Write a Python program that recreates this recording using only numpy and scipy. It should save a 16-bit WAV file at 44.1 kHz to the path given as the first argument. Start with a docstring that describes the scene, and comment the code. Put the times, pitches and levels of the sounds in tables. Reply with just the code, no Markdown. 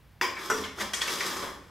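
"""Under a low garage hum, a foam-sleeved peg clacks against the tube of a metal stand at 0.2 s.
The sleeve begins to rub, catching and slipping; at 0.5 s the peg clunks home, and the strokes go on to 1.6 s.
Knocks are decaying noise through the tube's modes; sine notes ring on, and low ones swell from stand and room.
Rubbing and catches are dense random grains through the same modes; narrow noise makes the squeaks.
Knocks, catches and rubbing are answered by the bare room, built from decaying stereo noise."""
import sys
import numpy as np
from scipy import signal
from scipy.fft import rfft, irfft, next_fast_len
from scipy.io import wavfile
from scipy.ndimage import map_coordinates

SR = 44100
rng = np.random.default_rng(int(sys.argv[2]) if len(sys.argv) > 2 else 0)


def transcribe(signal):
    """Save signal, clipped to [-1, 1], as a 16-bit WAV file at the path in sys.argv[1]."""
    frames = np.atleast_2d(signal).T
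    limited = np.clip(frames, -1, 1)
    pcm = np.round(limited * 32767).astype(np.int16)
    wavfile.write(sys.argv[1], SR, pcm)


N = 74970

# Hum and hiss of the garage. Each row: frequency in Hz, relative density in dB per Hz.
FLOOR_SPECTRUM = [(20, -26), (40, -21), (58, 6), (72, -13), (86, -1), (115, -9), (160, -6.5), (260, -21),
                  (500, -23), (1000, -24.5), (2000, -27.5), (4000, -33.5), (8000, -43), (12000, -40),
                  (16000, -41)]
FLOOR_DB, FLOOR_SIDE_DB = -56, -16  # the side is relative to the mid

# Decay of the room's tail. Each row: frequency in Hz, t60 in seconds.
GARAGE_DECAY = [(100, 1), (400, 0.66), (1100, 0.47), (3000, 0.5), (6000, 0.46), (14000, 0.36)]
# Gain of the room's left-right difference. Each row: frequency in Hz, gain in dB.
ROOM_WIDTH = [(100, -16.5), (1000, -10), (4000, -10), (8000, -8.5), (10500, -1.5), (12500, -36)]
ROOM_DB, EARLY_DB, EARLY_T60_S, ROOM_BUILD_S = -1, -3, 0.079, 0.0059
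# Direct sound on the same scale as the two room levels.
KNOCK_DIRECT_DB, CATCH_DIRECT_DB, SQUEAK_DIRECT_DB, RUB_DIRECT_DB = -2, -7, 6, -3.5

# Modes of the metal tube. Each row: frequency in Hz, width in Hz, relative level in dB.
TUBE_MODES = [(348, 38, -10), (563.3, 10, 10.5), (1060, 200, -4.5), (1806, 175, 3), (2277, 53, 4),
              (3235, 98, 6.5), (3414, 74, 9), (4016, 76, 6.5), (4935, 36, 8.5), (5080, 180, 0),
              (5200, 32, -2), (5870, 14, -2), (6100, 68, -13), (7530, 190, 3.5)]
# Low notes of the stand and the room. Each row: start in seconds, level in dB, frequency in Hz,
# t60 in seconds.
LOW_NOTES = [(0.22, -39, 361, 0.4), (0.512, -28.5, 437.5, 0.5), (0.58, -44.5, 81.2, 0.86),
             (0.53, -40, 265.5, 0.92), (0.59, -38.5, 201.2, 0.34), (0.809, -42, 206, 0.7)]
# Long notes of the metal. Each row: frequency in Hz, level after the clack in dB,
# level after the clunk in dB, t60 in seconds.
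RINGING_NOTES = [(1126, -40, -64, 0.22), (1330, -65, -28, 0.16), (1441, -59, -27.5, 0.19),
                 (2250, -32, -60, .33), (4868, -33.5, -66, 0.46), (5670, -64, -39.5, 0.6),
                 (5810, -61, -31, 0.22)]

CLACK_S, CLUNK_S = 0.2121, 0.5
# First hard touch of the clack. Each row: level in dB, frequency in Hz, rise in seconds, t60 in seconds.
TOCK_PARTIALS = [(-6, 1850, .0008, .010), (-13, 1250, .0008, .012), (-15, 2650, .0008, .014)]
# The two blows of the peg. Each holds: relative level in dB, contact t60 in seconds,
# rattle level against the contact in dB, rattle t60 in seconds, tube ring in dB.
CLACK_BLOW = (-5.5, 0.2, -26, 1, 0)
CLUNK_BLOW = (-5.5, 0.05, -23, 0.1, -21)
# Colour of each contact. Each row: frequency in Hz, relative level in dB per Hz.
CLACK_SPECTRUM = [(100, -23), (260, -10.5), (370, 1.5), (600, -7.5), (720, -8.5), (1050, 3.5), (1400, -7.5),
                  (2200, -0.5), (3200, -12), (4000, -19), (5200, -9), (7500, -20), (8800, -25.5),
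                  (12500, -23), (16000, -25)]
CLUNK_SPECTRUM = [(100, -12.5), (250, -3.5), (440, 1.5), (650, -7), (1000, 1.5), (1350, -1.5), (1800, -7),
                  (2700, -15.5), (4600, -19.5), (5900, -12.5), (8000, -19.5), (10000, -31), (12000, -24.5),
                  (16000, -40)]

# The sleeve catches and slips. Each row: start in seconds, relative level in dB, squeak in Hz,
# squeak level in dB, bass tilt in dB, treble tilt in dB, time scale of the catch in seconds.
SLEEVE_CATCHES = [(0.366, -19.5, 1790, -12, -12, -28, 0.033), (0.636, -18.5, 3250, -2.5, 1, -9.5, 0.011),
                  (0.778, -22.5, 1470, -0.5, 13, -2, 0.021), (0.799, -13.5, 1800, -5.5, 7, -6, 0.015),
                  (0.9345, -11.5, 3200, -4, -4, 0.5, 0.0072), (0.941, -16.5, 8120, -4.5, 3, 13, 0.0082),
                  (1.0117, -9.5, 3380, -4, -2, -3, 0.015), (1.078, -14, 2750, -4.5, -3, -8, 0.0097),
                  (1.183, -22.5, 1760, -16, -22, -11, .008), (1.204, -13.5, 1940, -0.5, -21, -4.5, 0.0098),
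                  (1.366, -22, 1130, 4, -5.5, 6.5, 0.0055), (1.427, -21, 1690, -25, 18, -7, 0.0096)]
# Colour of the catch scrapes. Each row: frequency in Hz, gain in dB.
SCRAPE_SPECTRUM = [(150, -19), (400, -13), (700, -4), (1100, -4), (2200, -0.5), (2900, -5.5), (4400, -5.5),
                   (6200, -3), (8500, -13), (10500, -15.5), (12500, -17), (16000, -40)]
SQUEAK_WIDTH_HZ = 410  # of each of two equal resonances in a row

# Rubbing effort over time. Each row: time in seconds, level in dB.
RUB_EFFORT = [(0.3, -64), (0.37, -43.5), (0.45, -41), (0.5, -44.5), (0.58, -38), (0.66, -46.5), (0.72, -76),
              (0.77, -47), (0.81, -34.5), (0.86, -50.5), (0.925, -64), (0.96, -40.5), (1.06, -42.5),
              (1.1, -34), (1.18, -39), (1.26, -34.5), (1.34, -39), (1.44, -36), (1.52, -46), (1.6, -58.5),
              (1.7, -58)]
# Movement of the rubbing's hiss against its body. Each row: time in seconds, offset in dB.
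HISS_MOVEMENT = [(0.36, -4), (0.44, 3.5), (0.6, 0.5), (0.8, 1.5), (0.97, 1.5), (1.12, 4.5), (1.28, 3),
                 (1.45, -2), (1.62, -5)]
HISS_DB = -4  # added to the movement
# Colour of the rubbing's body and of its hiss. Each row: frequency in Hz, gain in dB.
BODY_SPECTRUM = [(80, -25.5), (200, -3), (380, 1), (680, -8), (1100, 4), (1500, -4), (1900, -4.5),
                 (2700, -14.5), (4500, -22.5), (16000, -36)]
HISS_SPECTRUM = [(800, -55), (2300, -16.5), (3300, -1.5), (4300, -5.5), (5300, -0.5), (7000, -7.5),
                 (10000, -10), (12500, -10.5), (16000, -20)]
GRAINS_PER_S, GRAIN_SPREAD_DB = 2000, 4.5

# Left level over right level. Each row: frequency in Hz, difference in dB.
STEREO_BALANCE = [(60, -2), (250, -2.3), (500, 0), (1000, 1), (8000, 1), (12000, 0)]
TOP_HZ = 15780


def amp(db):
    """Decibels to gain."""
    return 10 ** (np.asarray(db) / 20)


def unit(x):
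    """x at rms 1."""
    return x / np.sqrt(np.mean(x ** 2) + 1e-20)


def burst(x):
    """x with the energy of a hundredth of a second at rms 1."""
    return x / np.sqrt(np.sum(x ** 2) / (SR / 100) + 1e-20)


def along(points, hz):
    """Interpolate (Hz, value) points on a log frequency axis."""
    f, v = np.transpose(points)
    return np.interp(np.log(hz + 1), np.log(f + 1), v)


def curve(points):
    """Interpolate (seconds, value) points, one value per sample."""
    return np.interp(np.arange(N) / SR, *np.transpose(points))


def since(s):
    """Seconds since s, zero before."""
    return np.maximum(np.arange(N) / SR - s, 0)


def filtered(x, response):
    """x shaped by a complex response of frequency."""
    m = 2 * next_fast_len(N)
    spectrum = rfft(x, m) * response(np.fft.rfftfreq(m, 1 / SR))
    return irfft(spectrum, m)[..., :N]


def colour(points, hz):
    """Causal (minimum-phase) response with the gain of (Hz, dB) points."""
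    cepstrum = irfft(np.log(amp(along(points, hz))))
    half = len(cepstrum) // 2
    cepstrum[1:half] *= 2
    cepstrum[half + 1:] = 0
    return np.exp(rfft(cepstrum))


def resonance(f, centre, width):
    """Causal response of one mode, 1 at its centre."""
    return 1j * f * width / (centre ** 2 - f * f + 1j * f * width)


def room_tone():
    """Low hum and faint hiss: steady noise shaped by the floor spectrum, mostly in the middle."""
    noise = rng.standard_normal((2, N))
    mid, side = unit(filtered(noise, lambda f: amp(along(FLOOR_SPECTRUM, f))))
    return amp(FLOOR_DB) * (mid + amp(FLOOR_SIDE_DB) * np.array([side, -side]))


def garage(x, direct_db):
    """Direct sound, sparse echoes of near walls and a long tail, as left and right."""
    n = SR * 3 // 4
    # The tail is noise whose frequencies die at their own rates.
    hz, t, z = signal.stft(rng.standard_normal((2, n)), SR, nperseg=256)
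    decay = amp(-60 * t / along(GARAGE_DECAY, hz)[:, None])
    tail = signal.istft(z * decay, SR, nperseg=256)[1][:, :n]
    t = np.arange(n) / SR
    tail = tail * (1 - np.exp(-t / ROOM_BUILD_S))
    reflections = rng.standard_normal((2, n)) * (rng.random((2, n)) < .03)
    early = reflections * amp(-60 * t / EARLY_T60_S)
    echo = amp(ROOM_DB) * tail / np.linalg.norm(tail[0])
    echo = echo + amp(EARLY_DB) * early / np.linalg.norm(early[0])
    mid, side = signal.fftconvolve(x[None], echo, axes=1)[:, :N]
    mid = mid + amp(direct_db) * x
    side = filtered(side, lambda f: amp(along(ROOM_WIDTH, f)))
    total = np.sqrt(amp(direct_db) ** 2 + amp(ROOM_DB) ** 2 + amp(EARLY_DB) ** 2)
    return np.array([mid + side, mid - side]) / total


def low_notes():
    """Low notes of the stand and the room, sines that swell and die after the knocks."""
    out = np.zeros(N)
    for s, db, hz, t60 in LOW_NOTES:
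        t = since(s)
        swell = 1 - np.exp(-t / 0.0049)
        out += amp(db - 60 * t / t60) * swell * np.sin(2 * np.pi * hz * t)
    return out


def singing():
    """Both knocks leave the metal ringing, each note a little unsteady in phase."""
    out = np.zeros(N)
    for hz, clack_db, clunk_db, t60 in RINGING_NOTES:
        for s, db in (CLACK_S, clack_db), (CLUNK_S, clunk_db):
            t = since(s)
            drift = map_coordinates(rng.standard_normal(200), [t * 50])  # 50 random points a second
            swell = 1 - np.exp(-t / 0.0072)
            out += amp(db - 60 * t / t60) * swell * np.sin(2 * np.pi * hz * t + .5 * drift)
    return out


def tube(f, ring_db):
    """Response of a contact on the tube: the contact itself plus the modes it rings."""
    modes = sum(amp(db) * resonance(f, hz, width) for hz, width, db in TUBE_MODES)
    return 1 + amp(ring_db) * modes


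def tock():
    """The clack opens with a few hard cycles that reach the microphones without the room."""
    t = since(CLACK_S)
    out = np.zeros(N)
    for db, hz, rise, t60 in TOCK_PARTIALS:
        attack = 1 - np.exp(-(t / rise) ** 2)
        out += amp(db - 60 * t / t60) * attack * np.sin(2 * np.pi * hz * t)
    return out


def knock(s, blow, spectrum):
    """A hard contact and a weaker rattle with it, both decaying noise, ring the tube."""
    db, contact_t60, rattle_db, rattle_t60, ring_db = blow
    t = since(s)
    envelope = amp(-60 * t / contact_t60) + amp(rattle_db - 60 * t / rattle_t60)
    force = (t > 0) * rng.standard_normal(N) * envelope
    struck = filtered(force, lambda f: colour(spectrum, f) * tube(f, ring_db))
    return amp(db - 13.5) * garage(burst(struck), KNOCK_DIRECT_DB)


def grit():
    """Dense tiny slips of uneven size, at random moments and of either sign."""
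    size = amp(GRAIN_SPREAD_DB * np.clip(rng.standard_normal(N), -2, 2))
    slips = rng.random(N) < GRAINS_PER_S / SR
    return unit(slips * size * rng.standard_normal(N))


def catches():
    """Each catch lets go in a short scrape; a rough squeak swells in it and stops."""
    scrapes, squeaks = np.zeros((2, 2, N))
    for s, db, squeak_hz, squeak_db, bass_db, treble_db, length in SLEEVE_CATCHES:
        u = since(s) / length
        tilt = [(450, bass_db), (1200, 0), (2500, 0), (7000, treble_db)]
        scrape = filtered(np.sqrt(u) * np.exp(-2.5 * u) * grit(),
                          lambda f: colour(SCRAPE_SPECTRUM, f) * amp(along(tilt, f)))
        squeak = filtered(u * np.exp(-2 * u ** 2) * rng.standard_normal(N),
                          lambda f: resonance(f, squeak_hz, SQUEAK_WIDTH_HZ) ** 2)
        scrapes += amp(db - 15.5) * garage(burst(scrape), CATCH_DIRECT_DB)
        squeaks += amp(db + squeak_db - 15) * garage(burst(squeak), SQUEAK_DIRECT_DB)
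    # Only the scrapes ring the tube.
    return squeaks + filtered(scrapes, lambda f: tube(f, ring_db=-9))


def rubbing():
    """Foam drags on metal: tiny slips excite the tube, in step with the effort."""
    judder = map_coordinates(rng.standard_normal(200), [np.arange(N) * 60 / SR])  # 60 points a second
    effort = (since(CLACK_S) > 0) * amp(curve(RUB_EFFORT) + 1.4 * judder)
    body = unit(filtered(grit(), lambda f: colour(BODY_SPECTRUM, f) * tube(f, ring_db=-3)))
    hiss = unit(filtered(grit(), lambda f: colour(HISS_SPECTRUM, f) * tube(f, ring_db=-5.5)))
    hiss_gain = amp(HISS_DB + curve(HISS_MOVEMENT))
    return garage(effort * (body + hiss_gain * hiss), RUB_DIRECT_DB)


def scene():
    """The two knocks, the ringing notes, the sliding sleeve and the room."""
    clack = tock() + knock(CLACK_S, CLACK_BLOW, CLACK_SPECTRUM)
    clunk = knock(CLUNK_S, CLUNK_BLOW, CLUNK_SPECTRUM)
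    return clack + clunk + singing() + catches() + rubbing() + low_notes() + room_tone()


def record(dry):
    """The two microphones differ slightly in colour; nothing is kept above the band limit."""
    share = np.array([[.5], [-.5]])  # half the balance up on the left, half down on the right
    return filtered(dry, lambda f: amp(along(STEREO_BALANCE, f) * share) * (f < TOP_HZ))


dry = scene()
out = record(dry)
transcribe(out)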